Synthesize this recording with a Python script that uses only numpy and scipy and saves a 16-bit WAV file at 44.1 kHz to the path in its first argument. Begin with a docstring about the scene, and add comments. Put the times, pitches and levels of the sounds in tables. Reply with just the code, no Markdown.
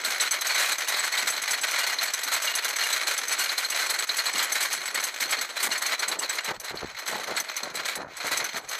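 """Anti-rollback dogs of a wooden coaster train clack over the rack of its lift hill, heard from a camera in a car.
Each landing is a burst of noise through body colours and decaying modes: dull clacks, bright pings of steel.
Noise bursts ring the wheels and a plate; the chain is a random patter of small blows through the same steel.
Dull knocks of the timber are filtered noise, over a faint low noise with random level steps. Later, puffs of wind
thud on the microphone: swelling low noise, with decaying sines as pops. The picture is nearly mono."""
import sys
import numpy as np
from scipy import signal
from scipy.fft import rfft, irfft, next_fast_len
from scipy.io import wavfile
from scipy.ndimage import uniform_filter1d

SR = 44100
rng = np.random.default_rng(int(sys.argv[2]) if len(sys.argv) > 2 else 0)


def bounce(signal):
    """Save signal as a 16-bit WAV file at the path given by the first command-line argument."""
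    frames = np.transpose(np.atleast_2d(signal))
    limited = np.clip(frames, -1, 1)
    pcm = np.round(limited * 32767).astype(np.int16)
    wavfile.write(sys.argv[1], SR, pcm)


N = 387638

# All levels are relative, ahead of the gains in the functions. Mode pitches are nominal; blows may detune them.
# blows on the nearest steel dog: hit_s [s], blow_db [dB], share of its high pair pair_db [dB]
NEAR_DOG_BLOWS = [(0.05, -25, -3), (0.1072, -21, -19), (0.208, -10, -7.5), (0.31, -9.5, -11),
                  (0.4104, -15.5, -17), (0.469, -15, -13), (0.5447, -21, -9), (0.5796, -20, -10),
                  (0.6826, -27, -14), (0.72, -16.5, -13), (0.7826, -19, -16), (0.884, -13, -27),
                  (0.9936, -25.5, 1), (1.045, -19, -9), (1.1238, -24, -8), (1.186, -20, -7),
                  (1.2755, -14, -11), (1.301, -15.5, -13), (1.42, -15, -15), (1.482, -30, -12),
                  (1.509, -11.5, -10), (1.613, -21, -4), (1.6821, -25, -23), (1.711, -17, -18),
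                  (1.8731, -21, -27), (2.031, -13.5, -15), (2.0762, -30, -8), (2.136, -11, -14),
                  (2.234, -15, -19), (2.335, -13, -10), (2.4227, -17.5, -10), (2.451, -16.5, -12),
                  (2.552, -12, -19), (2.646, -14, -30), (2.6875, -19, -21), (2.7626, -18, -12.5),
                  (2.838, -18, -28), (2.8664, -20, -24), (2.928, -16, -10), (3.079, -19, -10),
                  (3.178, -15, -12.5), (3.2814, -17.5, -17), (3.324, -14, -13), (3.388, -22, -6),
                  (3.439, -17.5, -12), (3.4989, -32, -16), (3.5797, -15, -17), (3.6466, -23, -10),
                  (3.7007, -14, -14), (3.9, -12.5, -16), (3.989, -20, -7), (4.073, -19, -13),
                  (4.168, -14, -15), (4.2627, -26, -3), (4.3306, -24, -7.5), (4.3815, -21, -5),
                  (4.428, -14.5, -12), (4.5225, -11.5, -20), (4.6074, -22, -21), (4.6276, -13, -11),
                  (4.7284, -13, -18), (4.8564, -23, -7.5), (4.945, -24.5, -1), (5.0025, -22, -15),
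                  (5.038, -12, -17), (5.2076, -15.5, -14), (5.309, -16.5, -8.5), (5.388, -28, -4),
                  (5.4115, -17, -14), (5.6306, -20, -9), (5.7194, -17, -12), (5.778, -20, -12),
                  (5.8227, -18, -15), (5.863, -15, -19), (5.993, -18, -14), (6.082, -16, -9),
                  (6.191, -17, -3), (6.295, -22, -1.5), (6.353, -23, -24), (6.445, -21, -15),
                  (6.599, -17, -23), (6.644, -19, -15), (6.7548, -32, -12), (6.988, -25.5, -11),
                  (7.059, -27, -15), (7.076, -21, -11), (7.3637, -27, -5), (7.4, -16.5, -21),
                  (7.565, -20, -17), (7.6321, -25, -11), (7.7537, -20, -9), (7.8575, -21.5, -11),
                  (7.955, -19, -19), (8.168, -18.5, -14), (8.267, -21, -18), (8.3727, -13.5, -12),
                  (8.442, -19.5, -28), (8.572, -26, -16), (8.689, -19, -16)]
# the car body as a broad colour: freq_hz [Hz], density_db [dB per Hz]
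CAR_COLOUR = [(59, -63), (100, -59), (562, -4), (622, -1), (827, -2), (1980, 6), (2460, 3.5), (2670, -0.5),
              (3740, -4.5), (4140, -6), (5500, -5.5), (7150, -6.5), (12100, -120)]
# low modes of rack and wheels: pitch_hz [Hz], level_db [dB], t60_s [s]
RACK_LOW_MODES = [(1377, -0.5, 0.04), (1520, 1.5, 0.092), (1628, -4.5, 0.069), (1829, -7, 0.17),
                  (1970, -6.5, 0.11), (1947, 0, 0.087), (2198, 5.5, 0.014), (2480, -3, 0.027)]
# high modes of rack and wheels: pitch_hz [Hz], level_db [dB], t60_s [s]
RACK_HIGH_MODES = [(3200, 0, 0.0015), (4020, -15, 0.03), (4027, 3, 0.073), (4110, 1, 0.072),
                   (4250, 5.5, .03), (4348, 0.5, 0.031)]
# the dog's low modes: pitch_hz [Hz], level_db [dB], t60_s [s]
DOG_LOW_MODES = [(6213, 5, 0.021), (6380, -3.5, 0.034), (6530, -1, 0.014)]
# the dog's strong high pair: pitch_hz [Hz], level_db [dB], t60_s [s]
DOG_HIGH_PAIR = [(7945, 3, 0.04), (7915, -2, 0.03)]
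# the dog's overtones: pitch_hz [Hz], level_db [dB], t60_s [s]
DOG_OVERTONES = [(10560, -3, .023), (11050, -1, .025), (12345, 0, .014), (13555, -1, .017)]
# broad treble of steel on steel: freq_hz [Hz], density_db [dB per Hz]
STEEL_COLOUR = [(2500, -11.5), (4500, -0.5), (5500, -8.5), (7200, -1.5), (8700, 3.5), (9600, -2),
                (11600, -2.5), (14500, -1)]
# hard gusts pressing on the port: dip_s [s], deep bass bass_db [dB], dip of the rattle dip_db [dB], half_s [s]
HARD_GUSTS = [(6.583, -50, 15, 0.019), (6.734, -44, 12.5, 0.019), (6.855, -42, 8.5, 0.04),
              (6.94, -55, 6, 0.041), (7.724, -58, 7.5, 0.02), (7.989, -49, 8, 0.013),
              (8.067, -50, 22, 0.033), (8.157, -59, 9, 0.034), (8.62, -65, 11.5, 0.023),
              (8.671, -56, 13.5, 0.019)]


def undb(db):
    """Amplitude factor of a level in dB."""
    return 10 ** (np.asarray(db) / 20)


def unit(x):
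    """Scale to an RMS of 1."""
    return x / np.sqrt(np.mean(x ** 2))


def decay(t, t60):
    """Exponential amplitude decay that has fallen by 60 dB at t60."""
    return np.exp(-np.log(1000) * t / t60)


def colour(x, points):
    """Filter by a spectrum of (Hz, dB) points, joined by straight lines over log frequency."""
    hz, db = np.transpose(points)
    size = next_fast_len(N)
    f = np.arange(size // 2 + 1) * SR / size + 1  # 1 Hz up, to keep the log finite
    gain = undb(np.interp(np.log(f), np.log(hz), db))
    return irfft(rfft(x, size) * gain, size)[:N]


def ring(x, modes, times=(), vary_db=0., detune=0.):
    """Sum of decaying resonances driven by x; each blow lands on another part, so it weighs and tunes them anew."""
    blow = np.searchsorted(times, np.arange(len(x)) / SR)
    chance = rng.standard_normal((len(times) + 1, 2, len(modes)))
    weights = undb(vary_db * np.clip(chance[:, 0], -3, 1.3))
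    weights = 1.25 * weights / np.sqrt(np.mean(weights ** 2, axis=1, keepdims=True))
    tuning = 1 + detune * chance[:, 1]
    out, push = 0, signal.lfilter([1, 0, -1], [1], x)
    for k, (hz, db, t60) in enumerate(modes):
        r, w = decay(1 / SR, t60), 2 * np.pi * hz / SR
        turn = np.exp(1j * np.cumsum(w * tuning[blow, k]))
        # shift the mode down to 0 Hz, let it decay there, shift it back
        swing = signal.lfilter([1], [1, -r], push * weights[blow, k] / turn)
        out = out + undb(db) * np.sqrt(1 - r) / np.sin(w) * (turn * swing).imag
    return out


def bursts(times, db, rise_s, t60):
    """Envelope of blows that swell softly from rise_s ahead of each time and die away; powers add."""
    power = np.zeros(N)
    for s, gain, up, down in np.broadcast(times, undb(db), rise_s, t60):
        i = max(int((s - up) * SR), 0)
        up, down = max(up, 1e-4), max(down, 5e-3)
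        t = np.arange(min(int(down * SR), N - i)) / SR
        swell = 1 - np.exp(-(t / up) ** 2)
        power[i:i + len(t)] += (gain * swell * decay(t, down)) ** 2
    return np.sqrt(power)


def chatter(hold_s, spread_db):
    """Noise whose size jumps every hold_s: many tiny bounces of uneven force, none far above the rest."""
    k = max(int(hold_s * SR), 1)
    force = np.minimum(rng.standard_normal(N // k + 1), 1)
    size = np.repeat(undb(spread_db * force), k)[:N]
    return unit(rng.standard_normal(N) * size)


def voice(envelope, drive, modes, times, vary_db=8.5, detune=0.0047):
    """Ring the modes under an envelope, scaled by how loudly the steady drive would ring them."""
    steady = ring(drive[:2 * SR], modes)
    return ring(envelope * drive, modes, times, vary_db, detune) / np.sqrt(np.mean(steady ** 2))


def car_and_rack():
    """All the rattle of the car together; the rattle loses its deep bass, only the knocks keep theirs."""
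    rattle = lulls() * (clacks() + pings() + chain()) + rings()
    # a narrow dip near 2.7 kHz, perhaps from the microphone casing
    dip_hz, dip_width_hz, dip_share = 2667, 126, 0.61
    narrow_band = signal.lfilter(*signal.iirpeak(dip_hz, dip_hz / dip_width_hz, fs=SR), rattle)
    rattle = rattle - dip_share * narrow_band + plate()
    no_bass = signal.butter(4, 230., "high", fs=SR, output="sos")
    return signal.sosfilt(no_bass, rattle) + knocks()


def clacks():
    """Each landing is a short bouncing contact that shakes car and rack and scrapes out treble, in its own mix."""
    # dogs landing on the rack: hit_s [s], blow_db [dB], t60_s of the blow, shortened for some layers [s]
    landings = [(0.045, -19, 0.51), (0.1121, -24, 0.19), (0.2005, -15.5, 0.5), (0.3127, -10, 0.1),
                (0.341, -11.5, 0.093), (0.415, -31, 0.096), (0.4476, -14, 0.26), (0.492, -16, 0.52),
                (0.553, -13.5, 0.26), (0.584, -13, 0.65), (0.6594, -6, 0.064), (0.6905, -9.5, 0.099),
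                (0.7215, -4, 0.062), (0.7916, -18, 0.082), (0.8754, -19, 0.98), (0.9414, -18, 0.14),
                (0.965, -13.5, 0.21), (0.9904, -15, 0.1), (1.037, -11, 0.14), (1.0764, -11, 0.076),
                (1.1215, -16, 0.15), (1.1448, -21.5, 0.25), (1.173, -12, 0.18), (1.192, -14, 0.06),
                (1.2285, -3, 0.051), (1.275, -3.5, 0.1), (1.3344, -18, 0.18), (1.377, -13, 0.14),
                (1.48, -15.5, 0.38), (1.537, 3, 0.042), (1.5788, -14, 0.062), (1.639, -6, 0.099),
                (1.6825, -17, 0.38), (1.7415, -14.5, 0.15), (1.786, -15.5, 0.3), (1.835, -8.5, 0.091),
                (1.8684, -14, 0.13), (1.899, -12, 0.088), (1.9856, -17, 0.14), (2.0144, -13, 0.1),
                (2.078, -16.5, 0.13), (2.137, -20, 0.16), (2.1794, -27, 0.12), (2.2318, -22, 0.077),
                (2.274, -22, 0.38), (2.318, -12, 0.17), (2.344, -13, 0.13), (2.368, -11, 0.13),
                (2.4194, -13, 0.1), (2.4468, -14, 0.11), (2.4735, -13, 0.16), (2.54, -23, 0.095),
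                (2.5545, -13, 0.075), (2.5882, -6.5, 0.062), (2.632, -21, 0.13), (2.6509, -9, 0.1),
                (2.6818, -13.5, 0.097), (2.7616, -12, 0.056), (2.7916, -13, 0.11), (2.812, -8, 0.078),
                (2.837, -11.5, 0.1), (2.8674, -16, 0.14), (2.9013, -16.5, 0.18), (2.9292, -18, 0.29),
                (2.966, -11, 0.09), (2.9941, -17, 0.1), (3.012, -16, 0.14), (3.07, -14.5, 0.28),
                (3.114, -9, 0.08), (3.1354, -13, 0.083), (3.171, -21.5, 0.12), (3.319, -13.5, 0.19),
                (3.394, -16.5, 0.37), (3.4605, -10, 0.059), (3.492, -18, 0.13), (3.521, -19.5, 0.22),
                (3.578, -22, 0.56), (3.6471, -18, 0.05), (3.723, -15, 0.11), (3.786, -19.5, 0.71),
                (3.893, -20, 0.25), (3.942, -12.5, 0.093), (3.9874, -12.5, 0.08), (4.0387, -12, 0.11),
                (4.093, -7, 0.075), (4.1709, -18, 0.13), (4.1885, -10.5, 0.15), (4.2593, -11.5, 0.11),
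                (4.283, -14.5, 0.15), (4.356, -17, 0.39), (4.393, -11, 0.34), (4.551, -15, 0.3),
                (4.6069, -17, 0.33), (4.655, -10, 0.081), (4.7132, -21, 0.4), (4.7656, -20, 0.09),
                (4.8833, -21, 0.11), (4.949, -12.5, 0.096), (4.9777, -9, 0.11), (5.0325, -14, 0.1),
                (5.0704, -16.5, 0.12), (5.204, -17.5, 0.18), (5.227, -10.5, 0.12), (5.291, -22, 0.35),
                (5.327, -6, 0.13), (5.3872, -12, 0.063), (5.4123, -17, 0.18), (5.569, -15, 0.13),
                (5.6027, -15.5, 0.18), (5.629, -13, 0.29), (5.716, -18, 0.39), (5.755, -11, 0.11),
                (5.8187, -16, 0.21), (5.856, -21.5, 1), (5.919, -10, 0.18), (5.9938, -20, 0.11),
                (6.0247, -11.5, 0.15), (6.0831, -16.5, 0.083), (6.118, -14, 0.14), (6.2225, -18, 0.25),
                (6.294, -12, 0.086), (6.328, -20.5, 0.26), (6.385, -7, 0.064), (6.4472, -21.5, 0.22),
                (6.482, -15.5, 0.14), (6.511, -13, 0.056), (6.64, -14, 0.14), (6.695, -21, 0.16),
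                (6.9885, -29, 0.11), (7.077, -21.5, 0.4), (7.1242, -19, 0.066), (7.2125, -24, 0.11),
                (7.2355, -22, 0.093), (7.281, -29, 0.2), (7.31, -14.5, 0.099), (7.3707, -16, 0.22),
                (7.489, -13.5, 0.044), (7.5724, -16, 0.088), (7.6331, -32, 0.094), (7.7414, -26, 0.3),
                (7.7942, -16, 0.091), (7.855, -18.5, 0.13), (7.883, -17.5, 0.29), (8.245, -22, 0.44),
                (8.315, -17.5, 0.36), (8.368, -7, 0.049), (8.403, -10.5, 0.09), (8.4457, -15, 0.064),
                (8.566, -15, 0.098), (8.6916, -32, 0.11), (8.73, -15, 0.089)]
    s, db, t60 = np.transpose(landings)
    drive = chatter(0.0025, 2.5)
    blow = bursts(s, db, 0.0079, t60)
    high_blow = bursts(s, db, 0.0053, 0.83 * t60)
    scrape_db = 2.5 * rng.standard_normal(len(s))
    scrape = bursts(s, db + scrape_db, 0.0062, 0.75 * t60)
    car = undb(-11.0) * blow * unit(colour(drive, CAR_COLOUR))
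    rack_low = undb(-18.0) * voice(blow, drive, RACK_LOW_MODES, s, detune=0.031)
    rack_high = undb(-15.5) * voice(high_blow, drive, RACK_HIGH_MODES, s, detune=0.0187)
    steel = undb(-12.0) * scrape * unit(colour(drive, STEEL_COLOUR))
    return car + rack_low + rack_high + steel


def pings():
    """A sharp contact rings the near dog's modes and scrapes out broad treble."""
    s, db, pair_db = np.transpose(NEAR_DOG_BLOWS)
    drive = chatter(0.0037, 0.42)
    low = voice(bursts(s, db, 0.00054, 0.063), drive, DOG_LOW_MODES, s)
    pair_blow = bursts(s, db + pair_db, 0.0045, 0.062)
    pair = voice(pair_blow, drive, DOG_HIGH_PAIR, s, vary_db=-3.0, detune=0.0012)
    overtones = voice(bursts(s, db, 0.0021, 0.099), drive, DOG_OVERTONES, s, detune=0.0028)
    scrape = bursts(s, db, 0.00071, 0.085) * unit(colour(drive, STEEL_COLOUR))
    return undb(-10.0) * low + undb(5.5) * pair + undb(-17.0) * overtones + undb(-9.5) * scrape


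def rings():
    """A short bouncing contact drives three close modes of a wheel."""
    # wheels ringing out, each at its own pitch: start_s [s], peak_db [dB], middle mode pitch_hz [Hz]
    wheel_rings = [(0.0483, -16, 4160), (0.1997, -15.5, 4020), (0.417, -24, 4030), (0.6913, -29, 4240),
                   (0.728, -21, 4100), (0.9434, -20, 4000), (1.045, -32, 4270), (1.1246, -24, 4300),
                   (1.175, -18.5, 3960), (1.272, -20, 3910), (1.481, -27, 4150), (1.837, -26, 4450),
                   (1.9862, -17, 4094), (2.086, -23, 4310), (2.139, -26, 4030), (2.23, -29, 4100),
                   (2.319, -28, 4020), (2.4727, -23, 4000), (2.541, -25, 4050), (2.588, -24, 4170),
                   (2.812, -20, 4300), (2.9286, -16, 4070), (2.994, -29, 4000), (3.072, -25, 4280),
                   (3.492, -19, 4240), (3.5788, -15, 4140), (3.6463, -20, 4180), (3.7904, -25, 4110),
                   (3.896, -18.5, 4070), (3.9882, -22, 4270), (4.0938, -13, 4130), (4.1884, -13, 4270),
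                   (4.2648, -15, 4090), (4.39, -21, 4170), (4.8846, -21.5, 4220), (5.2046, -25, 4200),
                   (5.387, -25, 4360), (5.5756, -25, 3980), (5.6027, -27, 4300), (5.713, -19, 4200),
                   (5.9943, -23, 4220), (6.0317, -20, 4270), (6.1155, -25, 3930), (6.235, -21, 4200),
                   (6.294, -26, 4030), (6.7714, -25.5, 4300), (7.367, -19.5, 4270), (7.4905, -25, 4030),
                   (7.6315, -26, 4150), (7.7553, -26, 4060), (7.855, -22, 4170)]
    gain_db, contact_t60_s, ring_t60_s, pair_hz = 0.5, 0.037, 0.048, 91
    out, t = np.zeros(N), np.arange(int(.15 * SR)) / SR
    for s, db, hz in wheel_rings:
        contact = rng.standard_normal(len(t)) * decay(t, contact_t60_s)
        middle = np.sin(2 * np.pi * hz * t)
        upper = 0.53 * np.sin(2 * np.pi * (hz + pair_hz) * t)
        lower = .45 * np.sin(2 * np.pi * (hz - 1.96 * pair_hz) * t)
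        note = signal.fftconvolve(contact, decay(t, ring_t60_s) * (middle + upper + lower))[:len(t)]
        i = int(s * SR)
        out[i:i + len(t)] += (undb(db + gain_db) * note / np.abs(note).max())[:N - i]
    return out


def plate():
    """Some blows ring a lone plate through two close modes."""
    # blows that catch the plate: hit_s [s], blow_db [dB]
    plate_blows = [(0.4923, -30), (0.8699, -33), (1.7419, -34), (1.8123, -34), (1.9006, -33), (2.4758, -30),
                   (2.5366, -33), (2.6314, -38), (2.6863, -34), (2.8365, -30), (2.8963, -29), (3.0086, -36),
                   (3.4077, -28), (3.4595, -32), (3.6132, -36), (3.7204, -29), (4.1914, -32), (4.3545, -37),
                   (4.7157, -38), (5.0695, -34), (5.7189, -34), (5.8561, -33), (6.1135, -37), (6.1963, -37),
                   (6.3884, -37), (6.4792, -33)]
    # the plate's modes: pitch_hz [Hz], level_db [dB], t60_s [s]
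    plate_modes = [(2842, 12, 0.085), (2880, 0, 0.06)]
    s, db = np.transpose(plate_blows)
    blow = bursts(s, db, 0.003, .035)
    drive = rng.standard_normal(N)
    return undb(10.0) * voice(blow, drive, plate_modes, s, vary_db=-1.0, detune=0.0022)


def chain():
    """Links and far dogs: a dense random patter of small blows over a blur of car, steel and timber."""
    # chain under the car: time_s [s], level_db [dB], treble_db [dB], timber rumble timber_db [dB]
    chain_levels = [(0, -32, -6, -16.5), (3.87, -32.5, -4, -14), (5.4, -36.5, -5, -13.5),
                    (6.05, -38, -8, -3.5), (6.9, -37.5, -11.5, -5.5), (7.17, -37, -6, -7.5),
                    (7.93, -36, -12, -10.5), (8.3, -35, -10, -7), (8.79, -36.5, -5, -6)]
    s, *columns = np.transpose(chain_levels)
    db, treble_db, timber_db = (np.interp(np.arange(N) / SR, s, c) for c in columns)
    chance = rng.random((800, 2))  # time and force of each small blow
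    times = np.sort(chance[:, 0]) * N / SR
    small_blows = unit(bursts(times, 6. * chance[:, 1], .001, .045))
    patter = np.hypot(.55, small_blows)  # over a steady floor
    drive = rng.standard_normal(N)
    body = (patter * unit(colour(drive, CAR_COLOUR))
            + 0.44 * voice(patter, drive, RACK_LOW_MODES, times, detune=0.017)
            + 0.62 * voice(patter, drive, RACK_HIGH_MODES, times, detune=0.011))
    steel = (patter * unit(colour(drive, STEEL_COLOUR))
             + 0.88 * voice(patter, drive, DOG_LOW_MODES + DOG_HIGH_PAIR, times, detune=0.0027)
             + 0.44 * voice(patter, drive, DOG_OVERTONES, times, detune=0.0027))
    timber_colour = [(80, -21), (250, -6.5), (450, 3.0), (1300, 4.5), (4000, -28)]  # Hz, dB per Hz
    timber = unit(colour(chatter(.045, 4.5), timber_colour))
    return undb(db) * (unit(body) + undb(treble_db) * unit(steel) + undb(timber_db) * timber)


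def lulls():
    """Gain that dips smoothly at each lull, in each gust and, as the near dog drops, just before each ping."""
    # the rattle drops away briefly: dip_s [s], dip_db [dB], half_s [s]
    brief_lulls = [(.013, 2, 0.017), (.301, 9.5, 0.011), (.773, 6, 0.008), (1.408, 3.5, 0.03),
                   (2.164, 7, 0.015), (3.678, 4, 0.026), (4.068, 10, 0.023), (5.686, 12, 0.0071),
                   (5.971, 9, 0.017), (6.178, 5, 0.021), (6.279, 6.5, 0.011), (6.53, 12, 0.012),
                   (6.638, 8, 0.03), (7.436, 6.5, 0.018)]
    hush_db, hush_lead_s, hush_half_s = 1.5, 0.015, 0.012
    gust_dips = [(s, db, half) for s, _, db, half in HARD_GUSTS]
    hushes = [(s - hush_lead_s, hush_db, hush_half_s) for s, *_ in NEAR_DOG_BLOWS]
    t = np.arange(0, N + 64, 64) / SR  # coarse time grid
    db = sum(depth * np.exp(-((t - s) / half) ** 2) for s, depth, half in brief_lulls + gust_dips + hushes)
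    return undb(-np.interp(np.arange(N) / SR, t, db))


def knocks():
    """Short low thumps from the timber frame, over a faint low noise with random level steps."""
    # dull knocks through the frame: hit_s [s], level_db [dB]
    frame_knocks = [(0.067, -47), (0.251, -52), (0.356, -56), (0.972, -53), (1.228, -45), (2.259, -51),
                    (4.343, -42), (4.77, -47), (4.978, -48), (5.219, -50), (5.367, -43), (5.622, -46)]
    # colour of a knock: freq_hz [Hz], density_db [dB per Hz]
    knock_colour = [(30, -40), (110, -19), (270, -2), (450, -3), (900, -50)]
    s, db = np.transpose(frame_knocks)
    noise = rng.standard_normal(N)
    blows = bursts(s, db, 0.0029, 0.28) * noise
    thumps = colour(blows, knock_colour) / np.std(colour(noise, knock_colour))
    low_noise = unit(colour(chatter(.11, 14.), knock_colour))
    return thumps + undb(-67.) * low_noise


def wind():
    """Low lumpy turbulence on the microphone: a thud for each puff, a deep bump for each gust."""
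    # puffs of wind: time_s [s], level_db [dB], t60_s [s]
    wind_puffs = [(5.257, -36.5, 0.19), (5.669, -30, 0.25), (6.116, -33, 0.52), (6.492, -23, 0.17),
                  (6.709, -30, 0.075), (6.738, -31, 0.17), (6.823, -28.5, 0.082), (6.843, -32, 0.11),
                  (7.095, -35, 0.18), (7.135, -27.5, 0.33), (7.295, -27.5, 0.37), (7.652, -29, 0.31),
                  (7.767, -31.5, 0.49), (7.985, -29.5, 0.27), (8.04, -32.5, 0.26), (8.248, -27.5, 0.13),
                  (8.323, -29.5, 0.15), (8.408, -27.5, 0.17), (8.555, -30, 0.22)]
    # wind on the microphone port: freq_hz [Hz], density_db [dB per Hz]
    wind_colour = [(60, -22), (150, -10), (330, -1.5), (700, 2.5), (1800, -4), (4000, -61)]
    # its deep bass: freq_hz [Hz], density_db [dB per Hz]
    deep_colour = [(20, -3), (60, -2), (110, 0), (220, -9), (500, -64)]
    s, db, t60 = np.transpose(wind_puffs)
    gust_s, bass_db = np.transpose(HARD_GUSTS)[:2]
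    gust_lead_s, gust_t60_s = 0.024, 0.27  # the bump starts ahead of the dip in the rattle
    lumps = chatter(0.0044, 5.0)
    puff = bursts(s, db, 0.13 * t60, t60)  # longer puffs swell more slowly
    thud = colour(puff * unit(colour(lumps, wind_colour)), [(40, -36), (130, 6.5), (20000, 1.5)])
    puff_bass = bursts(s, db - 30, 0.013, gust_t60_s)
    gust_bass = bursts(gust_s - gust_lead_s, bass_db, 0.0064, gust_t60_s)
    deep = np.hypot(puff_bass, gust_bass)
    return thud + pops() + deep * unit(colour(lumps, deep_colour))


def pops():
    """A push of air on the membrane swings a few times and stops: a fast-decaying sine."""
    # single pressure pops among the sharp early puffs: start_s [s], level_db [dB]
    air_pops = [(6.512, -32), (6.711, -37), (6.742, -27), (6.832, -23), (6.846, -23.5)]
    pitches_hz = 435 * (1 + 0.18 * rng.standard_normal(len(air_pops)))
    out, t = np.zeros(N), np.arange(int(.03 * SR)) / SR
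    for (s, db), hz in zip(air_pops, pitches_hz):
        i = int(s * SR)
        out[i:i + len(t)] += undb(db + 4.0) * decay(t, 0.013) * np.sin(2 * np.pi * hz * t)
    return out


def scene():
    """Nearly mono: a faint side signal, smeared in phase, that comes and goes in patches."""
    # how far the channels differ: freq_hz [Hz], side against mid side_db [dB]
    side_colour = [(60, -25), (200, -25), (500, -30), (1260, -33), (4270, -31), (7850, -24), (14400, -17)]
    mid = car_and_rack() + wind()
    smear = irfft(np.exp(2j * np.pi * rng.random(257)))  # random phases, equal strengths
    patch_db = 20.0 * np.minimum(rng.standard_normal(N // 2048 + 1), 1)
    patches = uniform_filter1d(np.repeat(undb(patch_db), 2048)[:N], size=1024)
    side = unit(patches) * colour(signal.fftconvolve(mid, smear)[:N], side_colour)
    return np.array([mid + side, mid - side])


def record(dry):
    """The camera thins the deep bass, holds down loud blows with a quick limiter and cuts the top."""
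    thin = signal.sosfilt(signal.butter(2, 40., "high", fs=SR, output="sos"), dry)
    loudness = np.sqrt(uniform_filter1d(np.mean(thin ** 2, axis=0), size=130) + 1e-12)  # over about 3 ms
    held = thin / np.maximum(loudness / undb(-23.), 1) ** .6
    top_cut = signal.ellip(10, .3, 60, 13980, fs=SR, output="sos")
    return signal.sosfilt(top_cut, held)


dry = scene()
out = record(dry)
bounce(out)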